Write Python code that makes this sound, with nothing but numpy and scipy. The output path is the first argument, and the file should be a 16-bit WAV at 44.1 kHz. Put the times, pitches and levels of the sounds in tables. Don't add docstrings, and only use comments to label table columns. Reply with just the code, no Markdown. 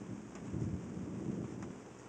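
import sys
import numpy as np
from scipy import signal
from scipy.fft import rfft, irfft
from scipy.io import wavfile
from scipy.ndimage import uniform_filter1d

SR = 44100
rng = np.random.default_rng(int(sys.argv[2]) if len(sys.argv) > 2 else 0)


def int16_out(signal):
    q = np.round(np.clip(np.atleast_2d(signal).T, -1, 1) * 32767)
    wavfile.write(sys.argv[1], SR, q.astype(np.int16))


N = 91904
T = np.arange(N) / SR
BINS_HZ = np.arange(N // 2 + 1) * SR / N


def from_db(db):
    return 10 ** (np.asarray(db) / 20)


def unit_rms(x):
    return x / np.sqrt(np.mean(x ** 2) + 1e-20)


def in_time(rows):
    return np.interp(T, *np.transpose(rows))


def low_pass(x, hz):
    return signal.sosfilt(signal.cheby1(14, 0.1, hz, fs=SR, output="sos"), x)


def coloured(x, spectrum):
    hz, db = np.transpose(spectrum)
    gain_db = np.interp(np.log(np.maximum(BINS_HZ, 1)), np.log(hz), db)
    cepstrum = irfft(np.log(from_db(gain_db)), N)
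    cepstrum[1:N // 2] *= 2
    cepstrum[N // 2 + 1:] = 0
    return unit_rms(irfft(rfft(x) * np.exp(rfft(cepstrum)), N))


def drift(rate_hz):
    return unit_rms(irfft(rfft(rng.standard_normal(N)) / (1 + (BINS_HZ / rate_hz) ** 2), N))


def impulses(per_s, spread_db):
    sizes = from_db(spread_db * np.minimum(rng.exponential(1, N), 4))
    return (rng.random(N) < per_s / SR) * sizes * rng.choice([-1, 1], N)


def evened(x, window_samples):
    power = uniform_filter1d(uniform_filter1d(x ** 2, window_samples), window_samples)
    return x / np.sqrt(power + 1e-12)


def burst(start_s, rise_s, t60_s):
    age_s = np.maximum(T - start_s, 0)
    return (1 - np.exp(-age_s / rise_s)) * from_db(-60 * age_s / t60_s)


def roll(pivot_hz=185):
    # (time [s], level before tilt [dB])
    swells = [(0, -45), (.07, -49.5), (.115, -40.5), (.17, -45.5), (.31, -52), (.42, -46), (.51, -44.5),
              (.56, -39.5), (.68, -41.5), (.8, -45), (.92, -44.5), (.98, -43), (1.11, -43), (1.29, -40.5),
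              (1.42, -40.5), (1.48, -46), (1.66, -43), (1.79, -53), (2.08, -64.5)]
    # (time [s], tilt about the pivot [dB/octave])
    brightness = [(0, 0), (.12, -4.4), (.36, 0.8), (.66, -4), (.9, -.5), (1.25, -0.3), (1.65, -0.6),
                  (2.08, 6.5)]
    # (frequency [Hz], relative level [dB])
    spectrum = [(30, -37.5), (50, -31), (78, -8), (100, -9.5), (120, -2), (148, -9), (185, 2.5), (250, -4),
                (300, -3), (390, -7.5), (500, -17), (700, -24.5), (1200, -46), (2000, -63.5)]
    waves = coloured(impulses(per_s=900, spread_db=2), spectrum)
    wave_bins = rfft(evened(waves, window_samples=1800))
    octaves = np.clip(np.log2(np.maximum(BINS_HZ, 1) / pivot_hz), -2, 2)
    tilt_db = in_time(brightness)
    rumble = np.zeros(N)
    for octave in range(-2, 3):
        band = irfft(wave_bins * np.maximum(1 - abs(octaves - octave), 0), N)
        rumble += band * from_db(tilt_db * octave)
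    return from_db(in_time(swells)) * rumble


def thumps(echo_db=-17.5, echo_t60_s=0.07):
    # (time [s], peak [dB], 1 / N-wave length [Hz])
    arrivals = [(0.105, -46, 87.6), (.126, -37, 175), (.539, -28.5, 160), (0.564, -36, 188),
                (0.618, -26, 190), (.633, -28, 132), (.655, -34.5, 118), (.674, -29.5, 172),
                (.702, -33.5, 169), (.729, -30.5, 98.8), (.740, -35, 84.3), (.970, -35.5, 199),
                (1.030, -32, 133), (1.167, -41.5, 236), (1.264, -36.5, 172), (1.281, -28, 170),
                (1.297, -31.5, 215), (1.387, -36.5, 192), (1.404, -32, 190), (1.442, -36.5, 151)]
    # (frequency [Hz], relative gain [dB])
    path_gain = [(25, -30), (50, -24.5), (80, -2), (190, 3), (320, 3.5), (430, -5.5), (600, -21.5),
                 (1200, -36.5), (2500, -58.5)]
    out = np.zeros(N)
    for start_s, peak_db, hz in arrivals:
        n_wave = (1 - 2 * T * hz) * (T * hz < 1)
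        rounded = coloured(n_wave, path_gain)[:N // 20]
        echo_decay = (T > start_s) * from_db(echo_db - 60 * abs(T - start_s) / echo_t60_s)
        paths = impulses(per_s=200, spread_db=0) * echo_decay
        paths[int(start_s * SR)] = 1
        out += from_db(peak_db) * signal.oaconvolve(paths, rounded / abs(rounded).max())[:N]
    return out


def drops(grains_per_s=5600):
    # (time [s], pat level [dB], splash level [dB], rise [s])
    landings = [(.321, -53.5, -78, .002), (.351, -46, -51, 0.00086), (0.364, -57, -70, 0.0018),
                (0.474, -48.5, -60, .005), (0.609, -73, -55, 0.0024), (.627, -69, -59, .002),
                (0.646, -63, -62, .002), (1.438, -49.5, -66, 0.004), (1.6244, -45.5, -53, .0004),
                (1.986, -73, -55, .002), (1.999, -72, -61.5, 0.0024), (2.054, -54, -68, 0.0027)]
    # (frequency [Hz], relative level [dB])
    pat_spectrum = [(250, -4), (600, 5.5), (1000, 4), (1600, -0.5), (2800, -8.5), (4000, -22),
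                    (5500, -45.5)]
    splash_spectrum = [(3500, -35.5), (4400, -15), (5300, 2.5), (6800, 7), (8200, -4.5), (9600, -17)]
    pat_envelope, splash_envelope = np.zeros((2, N))
    for start_s, pat_db, splash_db, rise_s in landings:
        pat_envelope += from_db(pat_db) * burst(start_s, rise_s, t60_s=0.092)
        splash_envelope += from_db(splash_db) * burst(start_s, rise_s, t60_s=0.057)
    pat = pat_envelope * coloured(impulses(grains_per_s, spread_db=0.85), pat_spectrum)
    splash = splash_envelope * coloured(impulses(grains_per_s, spread_db=0.73), splash_spectrum)
    return pat + splash


def ticks(band_hz=(6860, 8200), rise_s=0.00078, t60_s=0.012):
    # (time [s], level [dB])
    onsets = [(0.455, -57), (.467, -54), (0.478, -58), (.502, -55)]
    envelope = sum(from_db(db) * burst(start_s, rise_s, t60_s) for start_s, db in onsets)
    band_pass = signal.butter(2, band_hz, "band", fs=SR, output="sos")
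    return envelope * unit_rms(signal.sosfilt(band_pass, rng.standard_normal(N)))


def drizzle(hiss_db=-56.5, flicker_db=0.9, droplets_db=-63.5):
    # (frequency [Hz], relative level [dB])
    spectrum = [(25, -5.5), (70, 6.5), (200, 4), (400, 8.5), (650, 1.5), (950, 2), (1500, -4), (2600, -9.5),
                (3400, -15.5), (4200, -26), (5100, -15.5), (6000, -11), (7100, -10.5), (8300, -17),
                (9200, -30), (10000, -40)]
    envelope = from_db(hiss_db + flicker_db * drift(rate_hz=10))
    hiss = envelope * coloured(rng.standard_normal(N), spectrum)
    droplets = from_db(droplets_db) * coloured(impulses(per_s=200, spread_db=2), spectrum)
    return hiss + droplets


def hum(pitch_hz=122.3, rms_db=-63, waver_rad=0.2):
    phase = 2 * np.pi * pitch_hz * T + waver_rad * drift(rate_hz=1)
    return from_db(rms_db) * np.sqrt(2) * np.sin(phase)


def scene():
    return (roll() + thumps() + drops() + ticks() + drizzle() + hum())[None]


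def record(dry, noise_db=-90):
    microphone = low_pass(dry, hz=9500)
    self_noise = from_db(noise_db) * rng.standard_normal(N)
    return low_pass(microphone + self_noise, hz=15700)


dry = scene()
out = record(dry)
int16_out(out)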